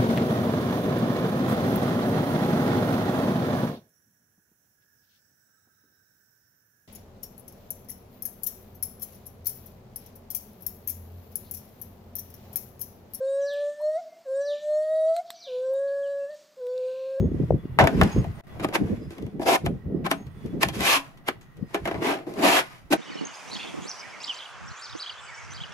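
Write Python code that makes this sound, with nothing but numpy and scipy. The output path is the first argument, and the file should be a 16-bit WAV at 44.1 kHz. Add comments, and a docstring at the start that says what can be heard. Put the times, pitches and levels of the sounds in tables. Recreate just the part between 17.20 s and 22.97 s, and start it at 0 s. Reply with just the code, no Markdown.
"""A plastic snow shovel knocks, bounces and scrapes in short strokes over gritty ice on a concrete porch.
Blows and catching grit make the blade ring, the lifted scoop hums, and brick walls echo briefly.
Gusts of wind rumble, flutter and pop on the microphone.
Far off, small hanging metal parts tinkle over the hush of a street."""
import sys
import numpy as np
from scipy import signal
from scipy.fft import rfft, irfft, next_fast_len
from scipy.io import wavfile
from scipy.ndimage import uniform_filter1d, map_coordinates

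SR = 44100
rng = np.random.default_rng(int(sys.argv[2]) if len(sys.argv) > 2 else 0)


def dump_mix(stems):
    """Bounce the given channels to the path in sys.argv[1] as a 16-bit WAV at rate SR."""
    frames = np.atleast_2d(stems).T  # one column per channel
    limited = np.clip(frames, -1, 1)  # hard clip at full scale
    pcm = np.round(limited * 32767).astype(np.int16)
    wavfile.write(sys.argv[1], SR, pcm)


N = 254456


def amp(db):
    """Turn decibels into a factor to multiply by."""
    return 10 ** (np.asarray(db) / 20)


def unit(x):
    """Scale a signal to an average power of 1."""
    return x / np.sqrt(np.mean(x ** 2) + 1e-20)


def along(points, hz):
    """Read between (frequency, value) points on a log frequency axis."""
    freqs, values = np.transpose(points)
    return np.interp(np.log(hz + 1), np.log(freqs + 1), values)


def wobble(rate):
    """A smooth random curve for each channel, mostly shared; rate is random points per second."""
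    knots = rng.standard_normal((3, int(N * rate / SR) + 4))
    shared, left, right = (map_coordinates(k, [np.arange(N) * rate / SR]) for k in knots)
    return 0.66 * shared + 0.46 * np.array([left, right])


def filtered(x, response):
    """Multiply each frequency in x by response(hz)."""
    size = next_fast_len(N + SR // 2)
    return irfft(rfft(x, size) * response(np.fft.rfftfreq(size, 1 / SR)), size)[..., :N]


def stereo_noise(likeness):
    """White noise from rows of (frequency [Hz], left-right likeness [0 to 1])."""
    def mid_and_side(hz):
        angle = np.arccos(np.clip(along(likeness, hz), -1, 1)) / 2
        return np.array([np.cos(angle), np.sin(angle)])
    mid, side = filtered(rng.standard_normal((2, N)), mid_and_side)
    return np.array([mid + side, mid - side])


def street_hush():
    """Far street noise, gently unsteady."""
    # tone of the street: (frequency [Hz], level [dB])
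    spectrum = [(30, 0.5), (60, -11.5), (140, 6), (300, -9.5), (600, -20), (1200, -15), (1800, -23.5),
                (1950, -11.5), (2100, -25), (3000, -28), (4500, -36), (8000, -46), (12500, -38.5),
                (15000, -39.5)]
    # how alike the two sides sound: (frequency [Hz], likeness [0 to 1])
    likeness = [(60, 0.31), (300, 0.34), (640, 0.25), (1400, 0.18), (7000, 0.036), (15000, 0.41)]
    level = amp(-53 + 3.7 * wobble(1))
    return level * unit(filtered(stereo_noise(likeness), lambda hz: amp(along(spectrum, hz))))


def metal_tinkle():
    """Hanging metal parts touch in the wind; each touch rings one thin tone from its own side."""
    # metal parts: (pitch [Hz], time to fade 60 dB [s], touches as (time [s], level [dB]))
    parts = [(1870, 2, [(0, -67), (.5, -67), (2.56, -67), (4.25, -64)]), (2820, 2, [(0, -72), (.45, -71)]),
             (3410, 1.1, [(0, -66.5), (.36, -69), (.51, -66), (.86, -64), (1.29, -69), (1.67, -68),
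             (1.97, -71), (3.105, -70), (3.2, -68)]), (5000, 0.65, [(.73, -55), (.85, -56), (1.81, -66),
             (2.745, -77), (4.4, -73.5)]), (6530, .33, [(0, -56.5), (.915, -46.5), (2.975, -60),
             (4.212, -63)]), (8810, .4, [(.52, -73.5), (1.15, -62), (3.11, -64)])]
    out, t = np.zeros((2, N + SR)), np.arange(SR) / SR
    attack = 1 - np.exp(-t / 0.0026)
    for hz, t60, touches in parts:
        for start, db in touches:
            pan_db, phase = rng.standard_normal(2)
            level = amp(db - 60 * t / t60 + [[pan_db], [-pan_db]]) * attack
            out[:, round(start * SR):][:, :SR] += level * np.sin(2 * np.pi * hz * t + [[0], [phase]])
    return out[:, :N] * amp(4.5 * wobble(40))  # the swinging parts waver


def wind_gusts():
    """Swirls of air press on the microphone in lumps: a low rumble and a higher flutter."""
    # gusts: (time at full strength [s], hold [s], rumble [dB], flutter [dB])
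    gusts = [(0.003, 0.046, -20, -20), (0.075, 0.13, -30.5, -32), (0.207, 0.035, -26, -29.5),
             (0.315, 0.036, -21.5, -25.5), (0.442, .01, -33, -39.5), (0.507, 0.038, -32.5, -43),
             (0.604, .05, -26, -19.5), (0.685, .05, -29, -30.5), (0.752, 0.11, -22, -21),
             (0.961, 0.044, -19.5, -22.5), (1.073, 0.021, -29.5, -39.5), (1.145, 0.037, -41, -49.5),
             (1.331, 0.15, -41, -48.5), (1.468, 0.024, -41, -31.5), (1.613, .13, -32.5, -25.5),
             (1.78, 0.078, -44, -36.5), (1.872, 0.012, -31.5, -41), (2.011, 0.054, -36.5, -30),
             (2.134, .09, -45, -35), (2.447, 0.073, -25.5, -27), (2.551, 0.069, -44.5, -44.5),
             (2.664, 0.19, -37.5, -30.5), (2.954, 0.049, -52, -41), (3.056, .03, -35, -46.5),
             (3.151, 0.061, -48.5, -50), (3.257, 0.0054, -33.5, -28.5), (3.319, 0.078, -37.5, -29.5),
             (3.463, 0.053, -32.5, -38), (3.574, 0.037, -31.5, -29), (3.664, 0.02, -51, -47),
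             (4.17, 0.0081, -48.5, -52.5), (4.396, 0.044, -38.5, -40), (4.634, 0.0057, -31.5, -37),
             (4.737, .07, -38.5, -37), (5.506, 0.022, -59, -63), (5.651, 0.016, -49.5, -67),
             (5.732, 0.052, -45.5, -42)]
    # tone of the rumble and of the flutter: (frequency [Hz], level [dB])
    rumble_tone = [(15, -53.5), (35, -4.5), (55, 11.5), (110, 12), (160, 12.5), (250, -30), (400, -48),
                   (800, -120)]
    flutter_tone = [(90, -25.5), (180, 5), (300, -3.5), (450, -7.5), (700, -25.5), (1200, -46.5),
                    (2500, -120)]
    rise_db_per_s, fall_db_per_s = 590, 394
    t, power = np.arange(N) / SR, 0
    for full, hold, rumble_db, flutter_db in gusts:
        drop_db = rise_db_per_s * np.maximum(full - t, 0) + fall_db_per_s * np.maximum(t - full - hold, 0)
        power += amp([[rumble_db], [flutter_db]] - drop_db) ** 2
    level = uniform_filter1d(np.sqrt(power), size=400, axis=1)
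    rumble = level[0] * unit(stereo_noise([(60, 0.83)]) * amp(4.1 * wobble(28)))
    flutter = level[1] * unit(stereo_noise([(60, 0.67)]) * amp(4.9 * wobble(50)))
    return (filtered(rumble, lambda hz: unit(amp(along(rumble_tone, hz))))
            + filtered(flutter, lambda hz: unit(amp(along(flutter_tone, hz)))))


def wind_pops():
    """The strongest swirls pop on the microphone with a falling pitch."""
    # pops: (time [s], level [dB], pitch [Hz])
    pops = [(0.026, -20, 360), (0.056, -34, 350), (0.088, -25, 307), (0.117, -18.5, 283),
            (0.144, -20.5, 316), (0.2, -16.5, 325), (0.305, -5, 545), (0.321, -18.5, 480),
            (0.341, -11.5, 301), (0.453, -22.5, 294), (0.962, -11.5, 343), (1.614, -18, 295),
            (1.729, -17, 350), (2.028, -23.5, 370), (2.443, -21, 320), (2.746, -18.5, 330),
            (4.427, -21, 192), (4.62, -39, 280)]
    out, lead = np.zeros((2, N)), SR // 50
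    t = np.arange(-lead, SR // 25) / SR
    for time, db, hz in pops:
        cycles = t * hz
        level = amp(db) * np.exp(-np.where(cycles < 0, 1.9 * cycles ** 2, 1.4 * cycles))
        pop = level * np.sin(2 * np.pi * (cycles - 0.045 * cycles * np.abs(cycles)))
        pan = amp(rng.normal(0, 8.1) * np.array([[0.5], [-0.5]]))
        out[:, round((time + 0.003) * SR) - lead:][:, :len(t)] += pop * pan
    return out


# The shovel sounds in five bands, low to high: hollow, boom, grind, rasp, fizz.
def drag_power():
    """Power in each band as the blade drags lightly through loose snow."""
    # dragging: (time [s], grind [dB], boom over grind [dB])
    drags = [(0.02, -67, -2), (0.222, -54, -12), (0.58, -74, 8), (0.634, -39, 18), (0.758, -42, -6),
             (0.83, -32, -10), (0.9, -38, -5.5), (1.14, -56, -1), (1.21, -54, 6.5), (1.27, -60, -1),
             (1.37, -54, 7.5), (1.6, -49.5, 7), (1.7, -48, -5), (1.866, -59, -15), (2.0, -54, -11),
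             (2.19, -67, 4), (2.584, -64.5, 2), (2.8, -92, 19), (3.0, -57, 1), (3.064, -70, 0),
             (3.274, -53.5, -12), (3.4, -61.5, 7), (3.86, -48, -7), (4.06, -77, 10), (4.46, -65.5, -10),
             (4.5, -53, -5), (4.62, -54, -19), (4.732, -44.5, 6), (5.05, -60.5, 7), (5.45, -43, -10.5),
             (5.572, -49, -14), (5.68, -66, -1)]
    times, *columns = np.transpose(drags)
    grind_db, boom_db = (np.interp(np.arange(N) / SR, times, column) for column in columns)
    fizz_db = (0.84 - 1) * (grind_db - grind_db.mean()) - 11  # fizz gains 0.84 dB per dB of grind
    bands_db = np.array([boom_db - 8, boom_db, np.full(N, -3.5), np.full(N, -13), fizz_db])
    return amp(grind_db + bands_db) ** 2


def patchy(x):
    """Narrow random patches of pitch swell and fade in the scrape, alike on both channels."""
    spectrum = signal.stft(x, nperseg=1024)[2]
    patches = uniform_filter1d(rng.standard_normal(spectrum.shape[1:]), size=2, axis=0)
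    patches = uniform_filter1d(patches, size=8, axis=1)  # narrow in pitch, slow in time
    return signal.istft(spectrum * amp(2.5 * unit(patches)), nperseg=1024)[1][:, :N]


def resonances(table, top_hz):
    """A filter that rings at the pitches in the table and dulls above top_hz."""
    def response(hz):
        ringing = sum((-1) ** k * amp(db) * 1j * hz * width / (pitch ** 2 - hz ** 2 + 1j * hz * width)
                      for k, (pitch, width, db) in enumerate(table))
        return ringing / (1 + 1j * hz / top_hz) ** 2
    return response


def shovel():
    """Grit catches the edge in dense, uneven grains that ring the blade; blows ring it at once."""
    # resonances of the scoop, bending blade, edge and ribs: (pitch [Hz], width [Hz], level [dB])
    hollow = [(195.3, 51, -8), (291.3, 82, 2.5), (381, 167, 1)]
    boom = [(550, 110, -5.5), (667.3, 44.4, 3.5), (743, 70, 0), (800, 53, 2.5), (950, 106, -5)]
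    grind = [(1060, 204, 5), (1249, 20.6, 4.5), (1247, 254, 1.5), (1457, 22, 7), (1536, 69, 2),
             (1736, 98, 9), (1987, 610, 3.5)]
    rasp = [(2244, 71, -1), (2415, 76, 5.5), (2670, 290, 2), (3023, 110, 3.5), (3233, 68, 2),
            (3377, 69, -0.5), (3590, 640, -7)]
    # tone of the ice: (frequency [Hz], level [dB])
    fizz = [(2000, -33.5), (3500, 2), (5200, 1), (6500, -1.5), (8500, -5), (10000, -1), (12300, -5.5),
            (14300, -14.5), (15600, -33)]
    # how alike the two sides sound: (frequency [Hz], likeness [0 to 1])
    likeness = [(300, 0.88), (640, 0.59), (1400, 0.08), (3000, 0.23), (7000, 0.33), (15000, 0.63)]
    # stereo balance: (frequency [Hz], left over right [dB])
    balance = [(300, -0.5), (700, 2.5), (1300, 2.5), (2400, -2.2), (4400, 3), (8000, -0.2)]
    right_delay_s = 0.00016
    crunch_power, blows = blade_knocks()
    force = np.sqrt(drag_power() + crunch_power + scrape_power())
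    grit = amp(1.34 * wobble(250) + 1.05 * wobble(45))
    bands = [resonances(hollow, top_hz=490), resonances(boom, top_hz=900), resonances(grind, top_hz=4300),
             resonances(rasp, top_hz=7500), lambda hz: amp(along(fizz, hz))]
    blade = 0
    for push, blow, band in zip(force, blows, bands):
        grains = unit(grit * patchy(stereo_noise(likeness)))
        blade += filtered(push * grains + blow, band) / np.std(filtered(grains, band))
    return filtered(blade, lambda hz: amp(along(balance, hz) * [[0.5], [-0.5]])
                    * np.exp(-2j * np.pi * hz * [[0], [right_delay_s]]))


def wall_echo(x):
    """Brick walls answer briefly, each frequency dying at its own speed."""
    # echo of the porch: (frequency [Hz], time to fade 60 dB [s])
    fade_times = [(200, 0.39), (1000, 0.19), (4000, 0.21), (12000, 0.2)]
    hz, t, noise = signal.stft(rng.standard_normal((2, SR // 2)), SR, nperseg=256)
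    tail = signal.istft(noise * amp(-60 * t / along(fade_times, hz)[:, None]), SR, nperseg=256)[1]
    return signal.fftconvolve(x, tail / np.linalg.norm(tail[0]), axes=1)[:, :N]


def blade_knocks():
    """The blade hits the ground: the power of the crunch and the sharp blows, in each band."""
    # knocks: (time [s], level [dB], hollow [dB], boom [dB], treble [dB], snow crunch before the blow [dB],
    # base fade time [s]); the four dB columns after level add to it
    knocks = [(0.5881, -8, -34, -1.5, -4, -51, 0.1), (0.6, -12, -28.5, 2, -4.5, -20, 0.16),
              (0.6104, -14.5, -4.5, -2, -21, -24, .12), (0.6407, -22.5, -6, 7.5, 3, -27, .061),
              (0.6504, -31.5, -6, 7, -2, -33.5, .079), (0.6723, -16, -5, -11, 2, -24, 0.063),
              (0.8135, -12, -12.5, -6.5, 0, -35, 0.056), (0.8214, -24.5, 5.5, 5, -12, -23, .09),
              (0.8344, -31, -7, 0, 11.5, -31, .05), (1.0434, -39, -4, 6, 2, -29, 0.071),
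              (1.3972, -34, 2.5, -6, 0.5, -25, 0.25), (1.4456, -22, 2, 1.5, -1, -25, 0.026),
              (1.4875, -39, 10.5, -7, 6.5, -25, 0.04), (1.5267, -33, -18, -1, -7, -20, 0.039),
              (1.5542, -18, -12, -18, -1.5, -23.5, .056), (1.9066, -47.5, 9, -1, 9.5, -10, 0.49),
              (1.9827, -45, 8, -2, 7, -23, 0.072), (2.0243, -55.5, 0, -3, 13.5, -25, .06),
              (2.0657, -49.5, -3, 2, 8, -33, 0.059), (2.1958, -41.5, 15, 8, 1.5, -27, 0.13),
              (2.2167, -35, 0, 6.5, 1, -32, 0.1), (2.2613, -32, 4, 11.5, -11, -18, 0.078),
              (2.4626, -24, 1, -1, 5.5, -7, 0.056), (2.8644, -28, -13, -2.5, 4.5, -25, 0.083),
              (2.9137, -16, -7.5, -5, 5.5, -9, .09), (3.0694, -56.5, -3, -1, 10, -1, 0.12),
              (3.262, -57, 0, -1, 13.5, -8, .1), (3.4319, -11.5, -16, -10.5, 6.5, -6, 0.029),
              (3.4865, -30.5, -2, -5, 10.5, -13, 0.11), (3.607, -31, 0, 1.5, 10.5, -26, 0.16),
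              (3.9741, -53.5, -1, -14.5, 7.5, -29, 0.14), (4.086, -17, -5.5, -8, 2, -0.5, 0.072),
              (4.2118, -55.5, -7, -6, 10, -21, 0.35), (4.3694, -61, -5, -3, 11.5, -21, 0.19),
              (4.5452, -23, 2.5, -1.5, 3.5, -11, .12), (4.6552, -28, -2, 0, 3, -8, 0.13),
              (4.6752, -26, -1, -0.5, 1.5, -21, 0.13), (4.7125, -28, 2, -1, -1, -23, 0.094),
              (4.7435, -31.5, 4, 0, -13, -25, 0.17), (4.8202, -31, 8, 0, -3, -28, 0.12),
              (5.068, -45.5, 11.5, 4, -7, -25, 0.13), (5.139, -49.5, 0, -1.5, 13.5, -25, .06),
              (5.7249, -16.5, -24, -24, -2.5, -19, .097)]
    # boost of the sharp blow in each band: (level [dB])
    clack_db = [20.2, 22.3, 19, 22, 19.97]
    fade_share = np.array([[1.4], [1.2], [1], [0.8], [0.55]])  # the treble dies first
    t = np.arange(N) / SR
    power, blows = np.zeros((2, 5, N))
    for time, db, hollow_db, boom_db, treble_db, snow_db, fade in knocks:
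        span = slice(round((time - 0.05) * SR), round((time + 0.3) * SR))
        age = t[span] - time
        # a bright blow gains more fizz than rasp
        gain = amp(db + np.array([[hollow_db], [boom_db], [0], [treble_db - 12.5], [1.35 * treble_db - 14]]))
        rise = amp(snow_db) * np.exp(np.minimum(age, 0) / 0.0071)
        fall = amp(-60 * np.maximum(age, 0) / (fade * fade_share))
        power[:, span] += (gain * amp(-4.5) * np.where(age < 0, rise, fall)) ** 2
        blows[:, round(time * SR)] = gain[:, 0] * amp(clack_db)
    return power, blows


def scrape_power():
    """Power in each band as the blade slides over ice: each stroke swells, holds and lets go."""
    # strokes: (start [s], swell [s], hold [s], base release time [s], grind [dB], hollow [dB], boom [dB],
    # rasp [dB], fizz [dB]); the last four add to grind
    strokes = [(1.42, 0.029, 0.0015, 0.038, -33, 3.5, 1, -8, -7.5),
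               (1.529, 0.024, 0.0025, 0.07, -22.5, -4, -1, -8, -7),
               (2.198, 0.031, .005, 0.16, -46, 0, 14.5, -5, 1.5),
               (2.249, 0.039, 0.072, 0.05, -24.5, 3.5, 8.5, -5.5, -5),
               (2.839, 0.025, 0.0027, 0.037, -29, 0, -1, -10, -14),
               (3.403, .027, 0.0023, 0.11, -24, -3.5, -4, -4, -5),
               (3.516, 0.035, 0.086, 0.12, -42, 6, -2, -2.5, -2),
               (3.582, .11, 0.071, 0.15, -22, -6, -1, -0.5, -2),
               (4.802, 0.043, 0.071, 0.31, -29, 7.5, 4.5, -6.5, -10.5),
               (5.056, 0.016, 0.14, 0.2, -52.5, 18.5, 8.5, -15, -5),
               (5.151, 0.06, 0.049, .1, -34, 13, 8.5, -9, -8),
               (5.207, 0.046, .14, 0.13, -22, 3.5, 4, -3, -5.5),
               (5.701, 0.03, 0.0028, 0.083, -25.5, 9, 6.5, -2, -2)]
    # how force grows with time in each band, higher is later: (exponent [no unit])
    swell_curve = [
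        [1],
        [1.5],
        [1.1],
        [1.32],
        [1.28],
    ]
    # change in each band along a stroke, the low ones giving way: (slope [dB/s])
    slopes = [
        [-89],
        [-56],
        [-0.5],
        [-1.5],
        [-10],
    ]
    # release of each band, the treble letting go first: (share of release time [no unit])
    release_share = [
        [1.04],
        [0.87],
        [0.86],
        [0.7],
        [0.7],
    ]
    t, power = np.arange(N) / SR, 0
    for start, swell, hold, release, db, hollow_db, boom_db, rasp_db, fizz_db in strokes:
        age = t - start
        rise = np.clip(age / swell, 0, 1) ** swell_curve
        sag = amp(slopes * np.clip(age, 0, swell + hold))
        fall = amp(-60 * np.maximum(age - swell - hold, 0) / (release * np.array(release_share)))
        gain = amp(db + np.array([[hollow_db], [boom_db], [0], [rasp_db], [fizz_db]]))
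        power += (gain * rise * sag * fall) ** 2
    return power


def scoop_hum():
    """One low tone rings on freely once the blade leaves the ground."""
    # hums of the lifted scoop: (time [s], level [dB])
    hums = [(2.919, -24), (3.756, -25)]
    pitch_hz, attack_s, fade_s = 278.4, 0.01, 0.2
    out, t = np.zeros(N), np.arange(SR // 2) / SR
    for start, db in hums:
        level = amp(db - 60 * t / fade_s) * (1 - np.exp(-t / attack_s))
        out[round(start * SR):][:len(t)] += level * np.sin(2 * np.pi * pitch_hz * t)
    return out


def scene():
    """The shovel and its echo, mixed with wind, street and metal."""
    tool = shovel() + scoop_hum()
    return tool + amp(-15) * wall_echo(tool) + wind_gusts() + wind_pops() + street_hush() + metal_tinkle()


def record(dry):
    """The level drops out once, briefly, and comes back in two steps; the highest treble is cut off."""
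    # steps of the dip in level: (start [s], end [s], change [dB])
    dip_steps = [(1.212, 1.236, -25), (1.235, 1.268, -8)]
    top_hz = 15750
    t = np.arange(N) / SR
    dip_db = sum(db * ((t > start) & (t < end)) for start, end, db in dip_steps)
    return filtered(dry * amp(uniform_filter1d(dip_db, size=90)), lambda hz: hz < top_hz)


dry = scene()
out = record(dry)
dump_mix(out)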